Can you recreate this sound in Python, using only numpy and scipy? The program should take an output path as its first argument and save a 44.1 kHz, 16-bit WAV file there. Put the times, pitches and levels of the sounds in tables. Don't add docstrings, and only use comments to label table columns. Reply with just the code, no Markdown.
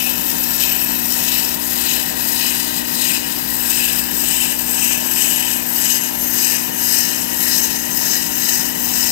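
import sys
import numpy as np
from scipy import signal
from scipy.fft import rfft, irfft, next_fast_len
from scipy.io import wavfile
from scipy.ndimage import uniform_filter1d

SR = 44100
rng = np.random.default_rng(int(sys.argv[2]) if len(sys.argv) > 2 else 0)


def generate_wav(signal):
    frames = np.transpose(np.atleast_2d(signal))
    scaled = np.clip(frames, -1, 1) * 32767
    pcm = np.round(scaled).astype(np.int16)
    wavfile.write(sys.argv[1], SR, pcm)


def gain_from_db(level_db):
    decades = np.asarray(level_db, float) / 20
    return 10 ** decades


N = 401751
CONTROL_STEP = 40
TIME = np.arange(N) / SR
COARSE = np.arange(N // CONTROL_STEP + 2) * CONTROL_STEP / SR

PLACES_S = [
    1.0,
    2.702,
    4.9,
    7.0,
]
# lift_s, full_bite_s, ease_off_s, push_db, lift_depth_db
TEETH = [(-0.3, -0.064, 0.17, 1.5, 5.0), (0.487, 0.614, 0.8, 1.65, 3), (1.017, 1.372, 1.36, 2, 3),
         (1.617, 1.89, 1.95, 4, 4), (2.163, 2.455, 2.86, 7, 3), (2.83, 3.044, 3.15, 9.5, 3.5),
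         (3.455, 3.78, 3.76, 7, 6), (4.094, 4.312, 4.52, 7, 4), (4.575, 4.843, 4.93, 4.5, 4.5),
         (5.04, 5.206, 5.6, 5, 4), (5.64, 5.852, 6.05, 4.5, 8), (6.15, 6.435, 6.57, 4.5, 9.5),
         (6.701, 6.944, 7.08, 4, 5), (7.308, 7.55, 7.72, 4, 3.5), (7.87, 8.13, 8.22, 3, 5),
         (8.293, 8.5, 8.65, 2.5, 3.5), (8.745, 9.03, 9.14, 3.5, 5)]
CATCH_S = 0.088
# start_s, length_ms, change_db
SKIPS = [(0.302, 12, 4), (0.439, 8, 6), (1.546, 8, 6), (1.566, 78, -3.5), (1.859, 75, 1), (2.049, 12, -6),
         (2.139, 33, -6), (2.682, 11, 2), (2.776, 40, 3.5), (2.832, 26, -4), (3.019, 18, 1.5),
         (3.225, 82, -5), (3.342, 26, -4), (3.706, 13, 4.5), (3.991, 20, 3.8), (4.594, 8, 5.5),
         (4.963, 26, -3), (5.42, 8.1, -4), (5.523, 40, 3.3), (5.763, 5.8, 8), (5.923, 68, 1.5),
         (5.998, 37, -4.5), (6.619, 17, -2), (6.715, 82, -5), (7.693, 24, -3), (7.974, 8, 5),
         (8.197, 40, -3), (8.299, 24, -5), (8.491, 12, 5.5), (8.91, 26, -3)]
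# pitch_hz, width_hz, then level_db at each of the four places
BLADE_MODES = [(1660, 230, -13, -11.5, -10.5, -14), (1879, 134, -10.5, -6.5, -12, -6.5),
               (2577, 196, -5, -8, -4, -14), (2957, 154, -4.5, -5.5, -3.5, -8),
               (3700, 520, -11, -15.5, -16, -25), (4043, 430, -9.5, -5.5, -12.5, -9),
               (4903, 160, -4, -1.5, -8, -13), (5126, 360, -10, -8, -3, -0.5),
               (5540, 250, -2, -21, -21.5, -6), (6300, 300, -13, -20, -2, 1),
               (6660, 205, -5, -0.5, -14, -5.5), (7060, 400, -13, -14, -4, -5.5),
               (7470, 220, -9, -10, -8, -4.5)]
# pitch_hz, width_hz, then level_db at each of the four places
EDGE_MODES = [(7970, 230, 0, -3, 4, -0.5), (8290, 180, -11, -4.5, 0, 0.5), (8610, 590, -8.5, -2.5, -4, -9),
              (10710, 410, 0, -2.5, -15, -6), (11590, 114, -5, 0.5, 8.5, 6), (12170, 190, -3, 3.5, -9, -3),
              (12410, 250, -4, -12, -4, 5), (13060, 250, 7, 1, -1.5, -5), (13530, 280, -6, -9, 3, -14),
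              (13960, 150, -5, -5, -9, -6), (14580, 360, 2, -6, -10, 4), (15100, 400, -4, -6, -1, -15),
              (15400, 280, -10, -5, -9, -17)]
GROUP_SPLIT_HZ = (2250, 3400, 5900, 9800)
IDLE_DB = (-41.5, -42, -57, -44.5, -30)
# share_at_catch (0-1), sag_db_per_s, delay_s
BITE_ANSWER = [(.1, 14, 0.02), (.32, 22.5, -0.014), (.43, 23, 0.00004), (1.06, 36, 0.053)]
GROUP_DB = [(-30, -40.5, -31.5, -36.5), (-29, -33, -36, -31), (-27.5, -31, -25, -26.5),
            (-22.5, -28.5, -25, -26)]
GROUP_SWING = [(2.8, 1.37, 1.1, 0.83), (1.65, 0.68, 0.63, 1.8), (1.2, .8, 1.07, 1.1),
               (0.33, 0.48, .42, 0.86)]
# pitch_hz,
# width_hz, tip_depth (0-1), heel_depth (0-1)
NOTCHES = [(1165, 270, 0.11, 0.3), (2253, 77, 0.6, 0.19), (3330, 150, 0.1, 0.6), (4500, 100, .4, 0.57),
           (9960, 2550, 0.54, 0.33)]

MAINS_HZ = 59.983
PULSE_TURN, PULSE_START = 0.31, 0.68
# left_db, right_db (rms)
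HUM = [(-63, -68), (-45.5, -51), (-43, -52.5), (-30.5, -36), (-33, -42.5), (-40.5, -55), (-64, -49),
       (-68, -56), (-65, -75.5), (-46, -62), (-46.5, -60), (-57, -58), (-44.5, -47.5), (-47.5, -63),
       (-39.5, -51.5), (-41, -60), (-46.5, -58), (-67, -73.5), (-57, -69), (-61, -67), (-53.5, -66.5)]
ROLLER_HZ, ROLLER_DB = 62.6, -46.5
PULLEY_TURN_S = 0.1716
# pitch_hz, level_db_per_hz
RUMBLE = [(15, -88), (30, -80), (55, -67.5), (95, -69.5), (108, -84), (135, -68), (160, -71), (200, -66),
          (230, -61.5), (400, -66), (900, -60.5), (1200, -64.5), (2200, -68.5), (6000, -66)]
# pitch_hz, width_hz, level_db_per_hz
HOUSING = [(59.7, 5.1, -64), (156.4, 16, -56.5), (196, 23, -55.5), (273, 14, -52.5), (317.5, 8.1, -52.5),
           (342, 14, -53.5), (389.4, 8.6, -57.5), (438, 27, -58.5), (513, 27, -57), (632, 14, -55.5),
           (757.6, 14, -53), (790, 27, -60), (929, 28, -53), (980, 38, -58.5)]

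# pitch_hz, gain_db, phase_rad, likeness (0-1)
PORTS = [(40, -1.0, -0.68, 0.93), (70, -2.5, -0.75, 0.99), (120, -6.4, -1.14, 0.88),
         (180, -5.8, -0.69, 0.76), (250, -6.1, -1.78, 0.96), (350, -9.7, -2.7, 0.82),
         (500, -8.8, -3.33, 0.82), (800, -7.9, -3.69, 0.86), (1300, -10.0, -3.84, 0.86),
         (2000, -13.0, -4.09, 0.85), (3200, -15.2, -4.25, 0.78), (5000, -20.1, -4.56, 0.68),
         (8000, -24.1, -4.64, 0.65), (12000, -25.5, -4.62, 0.49), (15500, -29.2, -4.68, 0.35)]
CUTOFF_HZ = 15770


def blade():
    grains = [grit(per_s=14000, spread_db=3.5) for _ in range(3)]
    groups = np.zeros((5, N))
    powers = np.zeros((5, len(COARSE)))
    for k, (hz, width, *place_db) in enumerate(BLADE_MODES + EDGE_MODES):
        group = np.searchsorted(GROUP_SPLIT_HZ, hz)
        gain = gain_from_db(np.interp(COARSE, PLACES_S, place_db) + 1.27 * drift(2.6))
        powers[group] += gain ** 2 * width
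        flutter = smooth(gain * gain_from_db(1.17 * drift(12.5)))
        groups[group] += flutter * resonate(grains[k % 3], hz, width) * (-1) ** (k // 3)

    bites_db = [bite_db(*group) for group in zip(BITE_ANSWER, GROUP_DB, GROUP_SWING)]
    platen_db = 0.47 * bites_db[1] - 24.5 + 4.2 * COARSE / COARSE[-1]
    levels_db = [platen_db, *bites_db]
    chatter_shares = (0.18, 0.48, 0.89, 0.71, 0.77)
    chatter = chatter_db()
    out = np.zeros(N)
    for ring, power, db, idle_db, share in zip(groups, powers, levels_db, IDLE_DB, chatter_shares):
        level = np.hypot(smooth(gain_from_db(db)), gain_from_db(idle_db))
        out += level * gain_from_db(share * chatter) * rms_one(ring / smooth(np.sqrt(power)))
    return gain_from_db(6.0) * near_echoes(out, count=7, echo_db=-3.0, decay_s=0.0046)


def bite_db(answer, level_db, swing):
    lift, full, ease, push_db, depth_db = np.transpose(TEETH)
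    caught, sag_db_per_s, delay = answer
    catch_db = caught * (push_db + depth_db) - depth_db
    sagged_db = push_db - sag_db_per_s * (ease - full)
    s = np.ravel([lift, lift + CATCH_S, full + delay, ease], order="F")
    db = np.ravel([-depth_db, catch_db, push_db, sagged_db], order="F")
    bite = np.interp(COARSE, np.maximum.accumulate(s), db)
    return np.interp(COARSE, PLACES_S, level_db) + np.interp(COARSE, PLACES_S, swing) * bite


def chatter_db():
    out = smooth(0.3 * drift(11) + 1.36 * drift(77) + 1.3 * drift(200))
    for s, ms, db in SKIPS:
        half = int(ms * SR / 1000) + 1
        at = round(s * SR) - half
        out[at:at + 2 * half] += 1.3 * db * np.hanning(2 * half)
    return out


def grit(per_s, spread_db):
    hardness_db = spread_db * np.minimum(rng.exponential(1, N), 4.5)
    sizes = gain_from_db(hardness_db) * rng.choice([-1, 1], N)
    return rms_one(sizes * (rng.random(N) < per_s / SR))


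def resonate(x, hz, width):
    r = np.exp(-np.pi * width / SR)
    poles = [1, -2 * r * np.cos(2 * np.pi * hz / SR), r * r]
    return signal.lfilter([(1 - r * r) / 2, 0, (r * r - 1) / 2], poles, x)


def near_echoes(x, count, echo_db, decay_s):
    size = next_fast_len(N + 3000)
    taps = np.arange(1, 2500)
    spectrum, out = rfft(x, size), 0
    for k in range(count):
        echo = rng.standard_normal(len(taps)) * np.exp(-taps / (decay_s * SR))
        comb = rfft(np.r_[1, echo * gain_from_db(echo_db) / np.sqrt(np.sum(echo ** 2))], size)
        comb /= np.sqrt(uniform_filter1d(abs(comb) ** 2, size=3000))
        away = np.clip(TIME / TIME[-1] * (count - 1) - k, -1, 1)
        share = np.cos(np.pi / 2 * away) ** 1.5
        out += share * irfft(spectrum * comb, size)[:N]
    return out


def motor():
    roller_level = smooth(gain_from_db(ROLLER_DB + 1.8 * drift(0.59)))
    roller_turn = 2 * np.pi * ROLLER_HZ * TIME + smooth(0.61 * drift(0.85))
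    roller = roller_level * np.sin(roller_turn - np.array([[0], [0.75]]))
    out = roller * gain_from_db(np.array([[0], [-2.5]]))
    for order, db in enumerate(HUM, 1):
        turn = 2 * np.pi * (order * (MAINS_HZ * TIME + PULSE_TURN) + PULSE_START)
        turn += 2 * np.pi * rng.random() * (order > 6)
        lag = np.array([[0], [at_hz(PORTS, order * MAINS_HZ)[1]]])
        waver = smooth(gain_from_db((0.5 + 0.087 * order) * drift(3.4)))
        out += gain_from_db(np.array(db))[:, None] * waver * np.cos(turn + lag)
    return np.sqrt(2) * out


def pulleys():
    length = round(PULLEY_TURN_S * SR)
    order = np.arange(length // 2 + 1)
    blur = np.clip(order / 150, 0, 1) * rng.random(len(order))
    turn = irfft(np.exp(-2j * np.pi * (0.012 * order ** 2 + 0.09 * order + blur)), length)
    wander = np.arange(N) - 0.055 * SR + 0.00049 * SR * smooth(drift(0.63))
    thumps = np.interp(wander, np.arange(length), turn, period=length)
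    looped = rms_one(thumps * smooth(gain_from_db(0.73 * drift(1.3))))

    hz = np.arange(N // 2 + 1) * SR / N
    repeat = np.clip(0.83 / (1 + (hz / 260) ** 4) * (hz > 75), 0, 1)
    power = gain_from_db(2 * at_hz(RUMBLE, hz)[0])
    for pitch, width, db in HOUSING:
        power += gain_from_db(2 * db) / (1 + (2 * (hz - pitch) / width) ** 2) ** 2
    mix = np.sqrt(repeat) * rfft(looped) + np.sqrt(1 - repeat) * rfft(rng.standard_normal(N))
    return smooth(gain_from_db(1.2 * drift(35))) * irfft(mix * np.sqrt(power * SR / 2), N)


def ports(x):
    size = next_fast_len(N + 20000)
    hz = np.arange(size // 2 + 1) * SR / size
    gain_db, phase, alike = at_hz(PORTS, hz)
    alike = alike ** 0.63
    paths = rfft(rng.standard_normal(6000) * np.exp(-np.arange(6000) / 1500), size)
    scattered = rfft(x * smooth(drift(44)), size) * paths / abs(paths)
    direct = rfft(x, size) * np.exp(1j * phase)
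    top = hz / CUTOFF_HZ
    gain = gain_from_db(gain_db + 1.8 * top - 8.6 * top ** 24)
    right = gain * (alike * direct + np.sqrt(1 - alike ** 2) * scattered)
    return np.array([x, irfft(right, size)[:N]])


def rms_one(x):
    return x / np.sqrt(np.mean(x ** 2) + 1e-20)


def at_hz(rows, hz):
    f, *columns = np.transpose(rows)
    return [np.interp(np.log(hz + 1), np.log(f), c) for c in columns]


def drift(rate_hz):
    r = np.exp(-2 * np.pi * CONTROL_STEP * rate_hz / SR)
    noise = rng.standard_normal(len(COARSE) + 2000)
    return rms_one(signal.lfilter([1], [1, -2 * r, r * r], noise)[2000:])


def smooth(control):
    return np.interp(TIME, COARSE, control)


def scene():
    noise = blade() + pulleys()
    for hz, width, tip_depth, heel_depth in NOTCHES:
        depth = np.clip(np.linspace(tip_depth, heel_depth, N), 0, 0.97)
        noise -= depth * resonate(noise, hz, width)
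    return ports(noise) + motor()


def drop_masked(x, left_db, right_db):
    _, _, z = signal.stft(x, nperseg=2048, noverlap=1024, window="cosine")
    power = abs(z[:, :1024].reshape(2, 128, 8, -1)) ** 2
    band = np.repeat(np.mean(power, axis=2), 8, axis=1)
    lasting = uniform_filter1d(band, size=5, axis=2)
    around = [uniform_filter1d(side, size=bins, axis=0) for side, bins in zip(lasting, (140, 24))]
    masked = band < around * gain_from_db(2 * np.array([left_db, right_db]))[:, None, None]
    masked[:, :100] = False
    z[:, :1024] *= ~masked
    return signal.istft(z, nperseg=2048, noverlap=1024, window="cosine")[1][:, :N]


def roll_off(x):
    return signal.sosfilt(signal.butter(12, 15800, fs=SR, output="sos"), x)


def record(dry):
    rounded = dry / (1 + (dry / 0.97) ** 6) ** (1 / 6)
    steep = signal.ellip(16, 0.3, 95, CUTOFF_HZ, fs=SR, output="sos")
    cut = signal.sosfilt(steep, rounded)
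    mix = drop_masked(cut, left_db=-10.5, right_db=-2.6)
    return roll_off(mix)


dry = scene()
out = record(dry)
generate_wav(out)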